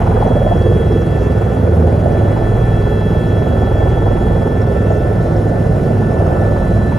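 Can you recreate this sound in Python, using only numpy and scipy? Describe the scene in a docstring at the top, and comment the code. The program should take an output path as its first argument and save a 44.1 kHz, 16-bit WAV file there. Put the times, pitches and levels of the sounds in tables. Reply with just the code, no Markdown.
"""Inside a helicopter cabin at steady power, heard by two microphone ports a few centimetres apart.
Blade passes throb about twenty times a second: noise that partly repeats from pass to pass, with damped slaps.
Blade hums, a drive shaft and gear teeth are wavering sines, nearly all locked to the rotor angle.
The turbine is patchy hiss with blurred compressor whines, and loose trim ticks as short damped rings."""
import sys
import numpy as np
from scipy import signal
from scipy.fft import rfft, irfft, next_fast_len
from scipy.io import wavfile
from scipy.ndimage import uniform_filter1d, minimum_filter1d, map_coordinates

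SR = 44100
rng = np.random.default_rng(int(sys.argv[2]) if len(sys.argv) > 2 else 0)


def master_out(mix):
    """Clip the mix to full scale and print it as 16-bit PCM to the path in sys.argv[1]."""
    frames = np.transpose(np.atleast_2d(mix))
    ceiling = np.clip(frames, -1, 1)
    pcm = np.round(ceiling * 32767).astype(np.int16)
    wavfile.write(sys.argv[1], SR, pcm)


N = 307945  # samples

# Rotor speed: start_s, blade_passes_per_s
BLADE_RATE = [(0.0, 19.986), (0.4, 19.955), (0.8, 19.925), (1.2, 19.982), (1.6, 20.045), (2.0, 20.038),
              (2.4, 19.994), (2.8, 19.955), (3.2, 19.947), (3.6, 19.99), (4.0, 20.023), (4.4, 20.019),
              (4.8, 20.031), (5.2, 20.034), (5.6, 20.044), (6.0, 20.03), (6.4, 19.944), (6.8, 19.89),
              (6.98, 19.893)]


def amp(db):
    """dB to gain."""
    return 10 ** (np.asarray(db) / 20)


def unit(x):
    """Scaled to rms 1."""
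    return x / np.sqrt(np.mean(x ** 2) + 1e-20)


def along(points, hz):
    """Values between (Hz, value) points, read on a log frequency axis."""
    f, v = np.transpose(points)
    return np.interp(np.log(hz + 1), np.log(f + 1), v)


def curves(rows):
    """One value per sample for each column after the time."""
    s, *cols = np.transpose(rows)
    return [np.interp(np.arange(N) / SR, s, c) for c in cols]


def wobble(rate):
    """A smooth random curve with `rate` random knots a second."""
    coarse = np.arange(0, N + 32, 32)
    knots = rng.standard_normal(int(N * rate / SR) + 4)
    return np.interp(np.arange(N), coarse, map_coordinates(knots, [coarse * rate / SR]))


def filtered(x, response):
    """x shaped by a complex response of frequency."""
    m = next_fast_len(x.shape[-1] + SR // 2)
    spectrum = rfft(x, m) * response(np.fft.rfftfreq(m, 1 / SR))
    return irfft(spectrum, m)[..., :x.shape[-1]]


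def ports(pair):
    """Mixes two unrelated signals into what the left and right port hear of a diffuse cabin sound."""
    # Left-right likeness: pitch_hz, likeness (-1 to 1)
    likeness = [(60, 1), (130, .995), (215, .96), (300, .68), (390, .9), (520, .85), (700, .6), (1100, .3),
                (1500, .1), (1900, .6), (2600, .92), (3600, 1)]
    # Level balance: pitch_hz, left_minus_right_db
    balance = [(40, -.7), (100, -1.5), (200, -3), (300, 0), (400, -2.5), (500, -6), (650, -2.5),
               (900, -1.5), (1300, 0), (16000, 0)]
    # Phase between the ports: pitch_hz, left_lead_rad
    port_lead = [(40, 0), (450, .1), (600, .6), (1000, 1.2), (1300, 0), (6900, 0), (7500, -.5),
                 (8550, -3.14), (9900, -6.28), (10300, -6.28), (11300, -9.1), (12300, -9.5),
                 (13500, -12.56), (14300, -12.56), (15600, -15.7)]

    def spread(hz):
        turn = np.arccos(np.clip(along(likeness, hz), -1, 1)) / 2
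        return np.array([np.cos(turn), np.sin(turn)])

    def tilt(hz):
        half = amp(along(balance, hz) / 2) * np.exp(.5j * along(port_lead, hz))
        return np.array([half, 1 / half])

    mid, side = filtered(pair, spread)
    return filtered(np.array([mid + side, mid - side]), tilt)


def passes():
    """Blade passes counted since the start, per sample."""
    return np.cumsum(curves(BLADE_RATE)[0]) / SR


def throb(depth_db, at, second):
    """Gain that swings once per blade pass, with its high at phase `at` when the depth is positive.

    A negative `second` harmonic gives a broad stroke and a short gap."""
    angle = 2 * np.pi * (passes() - at)
    return amp(depth_db * (np.cos(angle) + second * np.cos(2 * angle)))


def echoing_noise(spectrum, lumpy_db):
    """Lumpy noise in which each blade pass partly repeats the last ones: soft lines at the blade rate."""
    # What returns in the next blade pass: pitch_hz, part (0-1)
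    memory = [(40, .85), (150, .7), (450, .55), (900, .3)]
    # How much of the repetition survives the turbulence: pitch_hz, part (0-1)
    repeated = [(40, .3), (120, .35), (200, .55), (300, .85), (480, .8), (650, .4), (900, .2)]
    rate = np.mean(np.transpose(BLADE_RATE)[1])

    def comb(hz):
        g, share = along(memory, hz), along(repeated, hz)
        echoes = np.sqrt(1 - g * g) / (1 - g * np.exp(-2j * np.pi * hz / rate))
        return amp(along(spectrum, hz)) * abs(echoes) ** share

    gusts = amp(lumpy_db * wobble(70))
    eddies = np.pad(gusts, SR // 2, "reflect")
    steady = filtered(eddies * rng.standard_normal((2, N + SR)), comb)[:, SR // 2:]
    where = passes() / rate * SR  # read along the rotor angle: the lines follow its speed
    return unit(np.array([map_coordinates(c, [where], order=1) for c in steady]))


def bursts(events, t60, rise, noisy, climb=0):
    """Short damped rings with a noisy pitch, one per event, for two unrelated paths."""
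    out, t = np.zeros((2, N + SR)), np.arange(SR // 20) / SR
    shape = amp(-60 * t / t60) * (1 - np.exp(-t / rise))
    for s, db, hz in events:
        shake = unit(uniform_filter1d(rng.standard_normal((2, len(t))), int(SR / hz)))
        pitch = hz * (1 + climb * t + noisy * shake)
        phase = np.cumsum(2 * np.pi * pitch / SR, axis=1)
        out[:, round(s * SR):][:, :len(t)] += amp(db) * shape / shape.max() * np.sin(phase)
    return out[:, :N]


def rotor():
    """Boom, wash, chop and swish throb with the blades, the low ones first; some passes slap."""
    # Cabin drone before its throb: start_s, lower_resonance_db, upper_resonance_db, chop_db
    drone = [(0, -30, -24.5, -29), (.21, -30.5, -23, -26), (.49, -30, -25.5, -23.5), (.7, -21, -19, -31),
             (.9, -26.5, -21, -29), (1.15, -21.5, -25.5, -27.5), (1.55, -29, -22, -28),
             (1.75, -23, -18.5, -27), (1.95, -28, -21, -23), (2.3, -23.5, -24.5, -22),
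             (2.76, -27, -22.5, -30), (3.4, -24.5, -24, -25), (4.16, -23, -24, -26),
             (4.78, -30, -22.5, -27), (5.3, -24.5, -24, -23.5), (5.68, -24, -22, -24),
             (6.0, -26.5, -23.5, -27), (6.25, -22, -24, -22), (6.6, -26, -25, -25), (6.98, -28, -30.5, -27)]
    # Throb, before each layer takes its own share: start_s, depth_db
    throb_depth = [(0, -1), (.2, 5), (.55, 3.5), (.8, 2.5), (1.3, 3), (1.7, -1), (2.3, 1.5), (3.4, 1.5),
                   (4.4, 3), (5.15, 2), (5.5, 1.5), (6.2, 1.5), (6.98, 2.5)]
    # Swish before its wander and throb: start_s, level_db
    swish_level = [(0, -28), (.5, -29.5), (.8, -32), (1.3, -32.5), (2.4, -32), (3.5, -33.5), (4.6, -28.5),
                   (5.3, -33), (5.7, -33.5), (6.3, -29.5), (6.98, -35)]
    # Noise colours, all pitch_hz, relative_db per Hz: low cabin pressure,
    boom_colour = [(25, -24), (45, -6.5), (60, -4), (100, -4), (130, -4), (165, -3.5), (200, -7.5),
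                   (250, -9), (300, -15.5), (390, -55), (660, -120)]
    # rotor wash in the lower and in the upper cabin resonance,
    low_colour = [(200, -49), (290, -13), (345, 0.5), (385, -6), (440, -35), (700, -120)]
    high_colour = [(280, -51), (370, -9), (425, -1), (480, -3.5), (540, -7.5), (620, -17), (800, -50),
                   (1200, -120)]
    # the brighter chop, and the blade tips late in each pass
    chop_colour = [(300, -64), (450, -19), (540, -2.5), (620, -2), (700, -3), (850, -20), (1000, -23.5),
                   (1200, -32), (1700, -46), (2800, -120)]
    swish_colour = [(550, -52), (680, -4.5), (780, -1.5), (900, -6), (1050, -12.5), (1200, -17),
                    (1400, -18), (2000, -32), (3000, -60), (4000, -120)]
    # Hardest blade slaps on a vortex, before the ports: start_s, peak_db, starting_pitch_hz
    slap_events = [(0.053, -13.5, 454), (0.148, -16, 435), (0.172, -14, 414), (0.203, -17, 465),
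                   (0.224, -10.5, 672), (0.249, -9.5, 557), (0.262, -9, 470), (0.274, -11.5, 652),
                   (0.311, -10.5, 506), (0.353, -16.5, 428), (0.364, -9.5, 525), (0.414, -9.5, 515),
                   (0.461, -8.5, 557), (0.468, -12, 715), (0.512, -9, 602), (0.522, -13, 636),
                   (0.567, -20, 540), (0.704, -16, 432), (1.565, -14.5, 688), (1.662, -15.5, 429),
                   (1.84, -6, 428), (2.056, -7.5, 544), (3.519, -11, 475), (3.62, -13, 627),
                   (3.751, -16, 584), (3.803, -12, 626), (3.858, -9.5, 495), (4.058, -11, 609),
                   (4.107, -10.5, 463), (4.255, -15, 460), (4.46, -24, 540), (4.849, -13, 460),
                   (4.903, -9, 575), (5.046, -10, 452), (5.249, -14, 576), (5.52, -15, 600),
                   (5.702, -23, 567), (5.902, -11, 487), (6.206, -11.5, 522), (6.416, -16, 575),
                   (6.92, -19.5, 824)]

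    low_db, high_db, chop_db = curves(drone)
    depth_db, = curves(throb_depth)
    swish_db, = curves(swish_level)

    boom = amp(-16 + 1.03 * wobble(3.11)) * echoing_noise(boom_colour, lumpy_db=1)
    boom *= throb(0.6 * depth_db, at=0.14, second=0)
    wash = amp(low_db) * echoing_noise(low_colour, lumpy_db=0.4)
    wash += amp(high_db) * echoing_noise(high_colour, lumpy_db=1.04)
    wash *= throb(1.24 * depth_db, at=0.25, second=-0.11)
    chop = amp(chop_db) * echoing_noise(chop_colour, lumpy_db=1.0)
    chop *= throb(0.85 * depth_db, at=0.31, second=-0.1)
    swish = amp(swish_db + 1.9 * wobble(1.86)) * echoing_noise(swish_colour, lumpy_db=1.5)
    swish *= throb(4.5, at=0.42, second=0.17)
    # climb: a slap rises by this many times its starting pitch per second
    slaps = bursts(slap_events, t60=.06, rise=.002, noisy=.13, climb=17.7)
    return ports(boom + wash + chop + swish + slaps)


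def tone(cycles, db, lean_db, lead, flutter_db, drift, rate):
    """An unsteady sine of about rms level db; cycles is its running phase, rate the speed of its wavering.

    lean_db is left minus right, lead the radians by which the left port leads."""
    phase = 2 * np.pi * cycles + drift * wobble(rate) + rng.uniform(0, 2 * np.pi)
    level = np.sqrt(2) * amp(db + flutter_db * wobble(2 * rate))
    left = amp(lean_db / 2) * np.sin(phase + lead / 2)
    right = amp(-lean_db / 2) * np.sin(phase - lead / 2)
    return level * np.array([left, right])


def runout(angle):
    """Uneven gears swell the mesh over each rotor turn: the swing in dB."""
    # Swings: times_per_rotor_turn, depth_db
    swings = [(1, 1.3), (2, 1), (5, 1.4)]
    turns = angle / 3  # three blades
    return sum(db * np.cos(2 * np.pi * k * turns + rng.uniform(0, 2 * np.pi)) for k, db in swings)


def drivetrain():
    """Blade, shaft and gear sines follow the rotor angle; one steady tone ignores rotor speed."""
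    # Hums, blade multiples 2, 3, 4, 6, 8, 5: cycles_per_blade_pass
    hum_cycles = [2, 3, 4, 6, 8, 5]
    # Hums that swell and fade: start_s, then level_db of blade multiple 2, 3, 4, 6, 8
    hum_levels = [(0, -18.5, -23, -21, -24, -27), (.6, -18.5, -26, -22.5, -39, -40),
                  (1.1, -41, -17, -21.5, -36, -29), (1.45, -42, -24.5, -29, -24, -34),
                  (1.8, -36, -27, -9, -36, -23.5), (2.1, -24, -26, -27, -32, -30.5),
                  (2.6, -21, -19, -27.5, -16.5, -28), (3.1, -27, -23.5, -39, -27.5, -23.5),
                  (3.6, -23, -26, -20, -32, -36), (3.9, -23, -16.5, -20.5, -22, -25),
                  (4.2, -17, -24, -36, -25, -26), (4.6, -33, -22, -18, -28.5, -24.5),
                  (5.0, -23, -23, -36, -35, -32), (5.5, -29, -29, -29, -24, -24),
                  (5.9, -29, -23, -34, -40, -39), (6.2, -27, -31, -18.5, -26, -39),
                  (6.6, -22, -21, -30, -34, -38), (6.98, -26, -24, -24, -37, -32)]
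    # Close pair that beats: start_s, blade_multiple_5_db, shaft_db
    beating = [(0, -26, -20), (.8, -40, -18.5), (1.9, -26, -18.5), (2.8, -21, -19), (3.6, -28, -18),
               (4.0, -20.5, -23), (5.0, -19.5, -19.5), (5.5, -27.5, -17.5), (5.8, -29.5, -18.5),
               (6.2, -22, -18.5), (6.5, -20, -20), (6.98, -23, -18.5)]
    # Tooth-rate multiples 3, 8, 4, 5, 6, 2: cycles_per_blade_pass
    mesh_cycles = [100.2, 267.2, 133.45, 166.8, 200.2, 66.75]
    # The same multiples at the ports: left_minus_right_db, left_lead_rad, flutter_db
    mesh_tones = [(14, -0.15, 1), (0, 0, 2.5), (1, 0.24, 1.6), (-1, .6, 0.4), (0.5, 0, 0.5),
                  (-10.5, -1.44, 2)]
    # Gear whines: start_s, then level_db of tooth multiple 4, 5, 6, shaft_gear_db
    gear_levels = [(0.0, -63, -56, -61, -45), (0.25, -59, -44.5, -60, -41.5), (0.6, -54.5, -42, -66, -38.5),
                   (1.0, -53.5, -45, -60, -40), (1.25, -51, -50.5, -65, -38), (1.5, -55, -50.5, -64.5, -44),
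                   (1.8, -61, -54.5, -71, -48), (2.2, -60, -50, -59, -40), (2.6, -55, -47, -60, -39),
                   (2.9, -50, -44.5, -57, -36), (3.2, -51, -44.5, -60, -37), (3.5, -55, -46, -61, -39),
                   (3.8, -55, -44.5, -67, -38), (4.4, -59, -47.5, -64, -37.5), (4.8, -53.5, -53, -71, -38),
                   (5.05, -54, -53, -72, -38.5), (5.25, -64, -61, -61.5, -40), (5.9, -57.5, -58, -64, -40),
                   (6.3, -54.5, -60, -67, -37), (6.7, -59, -55, -55, -35.5), (6.98, -55, -55, -54, -36.5)]
    # Highest whine: start_s, tooth_multiple_8_db
    high_mesh = [(0, -68), (1.2, -63.5), (2.3, -70), (3.2, -62), (3.9, -65), (4.5, -63), (5.4, -61.5),
                 (6.3, -61), (6.98, -69)]
    # Lower whines: start_s, tooth_multiple_2_db, steady_tone_db
    low_whines = [(0, -47, -46.5), (1.0, -45.5, -47.5), (1.7, -47, -45.5), (2.15, -43.5, -45.5),
                  (2.5, -44, -46), (3.1, -42.5, -46), (4.1, -42, -46), (4.4, -47, -47.5),
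                  (4.95, -40, -43.5), (5.6, -50, -46), (6.0, -45, -44.5), (6.5, -41, -44),
                  (6.98, -46, -46.5)]
    # Weak gear tones: cycles_per_blade_pass, mean_level_db
    faint_tones = [(147.1, -71), (157.9, -73), (176.4, -72), (233.8, -72), (265.53, -74), (299.5, -75),
                   (312.2, -78)]
    # Shaft gear: cycles_per_blade_pass, left_minus_right_db, left_lead_rad
    shaft_gear = (88.2, 1.4, -1.4)
    # Steady tone: pitch_hz, left_minus_right_db, left_lead_rad
    steady_tone = (1471.3, 11.8, .3)

    angle = passes()
    fifth_db, shaft_db = curves(beating)
    hum_db = curves(hum_levels) + [fifth_db]
    hum = sum(tone(k * angle, db, -1.3, 0, flutter_db=0.6, drift=0.5, rate=2.97)
              for k, db in zip(hum_cycles, hum_db))
    shaft_turns = shaft_gear[0] / 17 * angle  # one turn per 17 teeth of its gear
    shaft = tone(shaft_turns, shaft_db, -1.1, 0, flutter_db=.4, drift=.12, rate=1.5)

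    *swelling_db, gear_db = curves(gear_levels)
    second_db, steady_db = curves(low_whines)
    third_db = -57.5 + 0.5 * wobble(4)
    mesh_db = [third_db] + curves(high_mesh) + swelling_db + [second_db]
    mesh = sum(tone(k * angle, db + runout(angle), lean_db, lead, flutter_db, drift=0.57, rate=18)
               for k, db, (lean_db, lead, flutter_db) in zip(mesh_cycles, mesh_db, mesh_tones))
    faint = sum(tone(k * angle, db + 3.6 * wobble(1.5), 0, 0, flutter_db=3.5, drift=0.69, rate=15)
                for k, db in faint_tones)
    gear = tone(shaft_gear[0] * angle, gear_db, *shaft_gear[1:], flutter_db=1.47, drift=0.33, rate=12)
    steady_cycles = steady_tone[0] * np.arange(N) / SR
    steady = tone(steady_cycles, steady_db, *steady_tone[1:], flutter_db=1.3, drift=0.27, rate=12)
    return hum + shaft + mesh + faint + gear + steady


def narrow(hz, width_hz):
    """Two noises of about rms 1 in a narrow band around a centre that may move."""
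    blur = unit(filtered(rng.standard_normal((2, N)), lambda f: 1 / (1 + (f / width_hz) ** 2)))
    return np.sqrt(2) * blur * np.sin(2 * np.pi * np.cumsum(hz + np.zeros(N)) / SR)


def turbine():
    """Broad hiss, patchy and faintly pulsed by the blades, and blurred compressor whines."""
    # Engine hiss colour: pitch_hz, relative_db per Hz
    hiss_colour = [(500, -17), (900, -4.5), (1300, -6), (1800, -9.5), (2200, -16.5), (3000, -21.5),
                   (4300, -28), (6000, -29.5), (8000, -30.5), (9000, -29), (9800, -31.5), (10700, -31),
                   (11300, -38.5), (13000, -39.5), (15000, -32), (16000, -26)]
    # Lift of the hiss around 2600 Hz: start_s, lift_db
    roar = [(0, 4), (.5, 0), (1.2, 0.5), (2, 1.3), (3, -0.5), (4.5, 0.5), (5.4, -0.5), (6.98, -0.5)]
    # Compressor whine, following its speed: start_s, pitch_hz
    whine_pitch = [(0.0, 10400), (0.4, 10820), (1.0, 10800), (1.5, 10780), (2.1, 10730), (2.8, 10750),
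                   (3.6, 10870), (4.1, 10740), (4.8, 10770), (6.0, 10600), (6.6, 10700), (6.98, 10740)]
    # A lower whistle that comes and goes: start_s, level_db
    whistle_level = [(0, -58), (.9, -58), (1.25, -76), (1.9, -59), (2.8, -59), (3.9, -73), (4.8, -73),
                     (5.3, -59), (6.98, -57)]

    f, s, z = signal.stft(rng.standard_normal((2, N)), SR, nperseg=512)
    roar_band = np.exp(-((f - 2600) / 890) ** 2)  # Hz
    roar_db = np.outer(roar_band, np.interp(s, *np.transpose(roar)))
    patches = uniform_filter1d(rng.standard_normal(z.shape[1:]), 8, 0)  # across frequency
    patches = unit(uniform_filter1d(patches, 5, 1))  # along time
    patchy = signal.istft(z * amp(1.53 * patches + roar_db), nperseg=512)[1][:, :N]
    hiss = unit(filtered(patchy, lambda hz: amp(along(hiss_colour, hz))))
    hiss *= amp(-35.5 + 0.14 * wobble(1.6))
    hiss *= throb(.45 + .25 * wobble(2), at=.42, second=.3)

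    whine_hz, = curves(whine_pitch)
    whistle_db, = curves(whistle_level)
    whine = amp(-61) * narrow(whine_hz, width_hz=110)
    whistle = amp(whistle_db) * narrow(9040 + 40 * wobble(1.8), width_hz=150)
    return ports(hiss + whine + whistle)


def some_passes(share, at, db, hz):
    """Rows of start_s, peak_db, pitch_hz scattered around the given values, for a random share of passes."""
    angle = passes()
    turn = np.arange(int(angle[-1]))
    draw = rng.standard_normal((len(turn), 3))
    chosen = rng.uniform(size=len(turn)) < share
    s = np.interp(turn + at + .05 * draw[:, 0], angle, np.arange(N) / SR)
    rows = np.transpose([s, db + 2 * draw[:, 1], hz * (1 + .12 * draw[:, 2])])
    return list(rows[chosen])


def rattle():
    """Loose trim ticks as damped rings: listed loud ones, and weak ones in a random share of blade passes."""
    # Loudest ticks, before the trim and ports below: start_s, peak_db, pitch_hz
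    loud_ticks = [(0.2209, -43, 4270), (0.2718, -40, 6070), (0.5691, -40, 5500), (0.621, -40, 4460),
                  (0.9183, -43, 5300), (1.0156, -42, 5360), (4.6154, -38, 5350), (4.9172, -41, 6800),
                  (4.9651, -42, 6160), (5.3632, -40.5, 5400), (6.14, -43, 7000), (6.265, -43, 6470),
                  (6.4108, -42, 5700), (6.5625, -43, 4660)]
    # Weak ticks, likewise: share of passes (0-1), place in the pass (0-1), mean_peak_db, mean_pitch_hz
    weak_ticks = (.12, .36, -45.5, 4900)
    ticks = bursts(loud_ticks + some_passes(*weak_ticks), t60=.04, rise=.002, noisy=.07)
    return amp(-5) * ports(ticks)


def scene():
    """Everything heard in the cabin."""
    return rotor() + drivetrain() + turbine() + rattle()


def record(dry):
    """The microphone drops the deepest bass; a limiter holds the loudest peaks; then the band limit."""
    dry = filtered(dry, lambda hz: 1 / (1 + (29 / (hz + 1)) ** 4))
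    needed = np.minimum(1, .92 / (abs(dry).max(axis=0) + 1e-9))
    gain = uniform_filter1d(minimum_filter1d(needed, size=801), size=400)
    from_edge = np.minimum(np.arange(N), np.arange(N)[::-1])
    gain *= np.clip(from_edge / 130, 0, 1)  # a soft start and stop
    return filtered(dry * gain, lambda hz: hz < 15750)


dry = scene()
out = record(dry)
master_out(out)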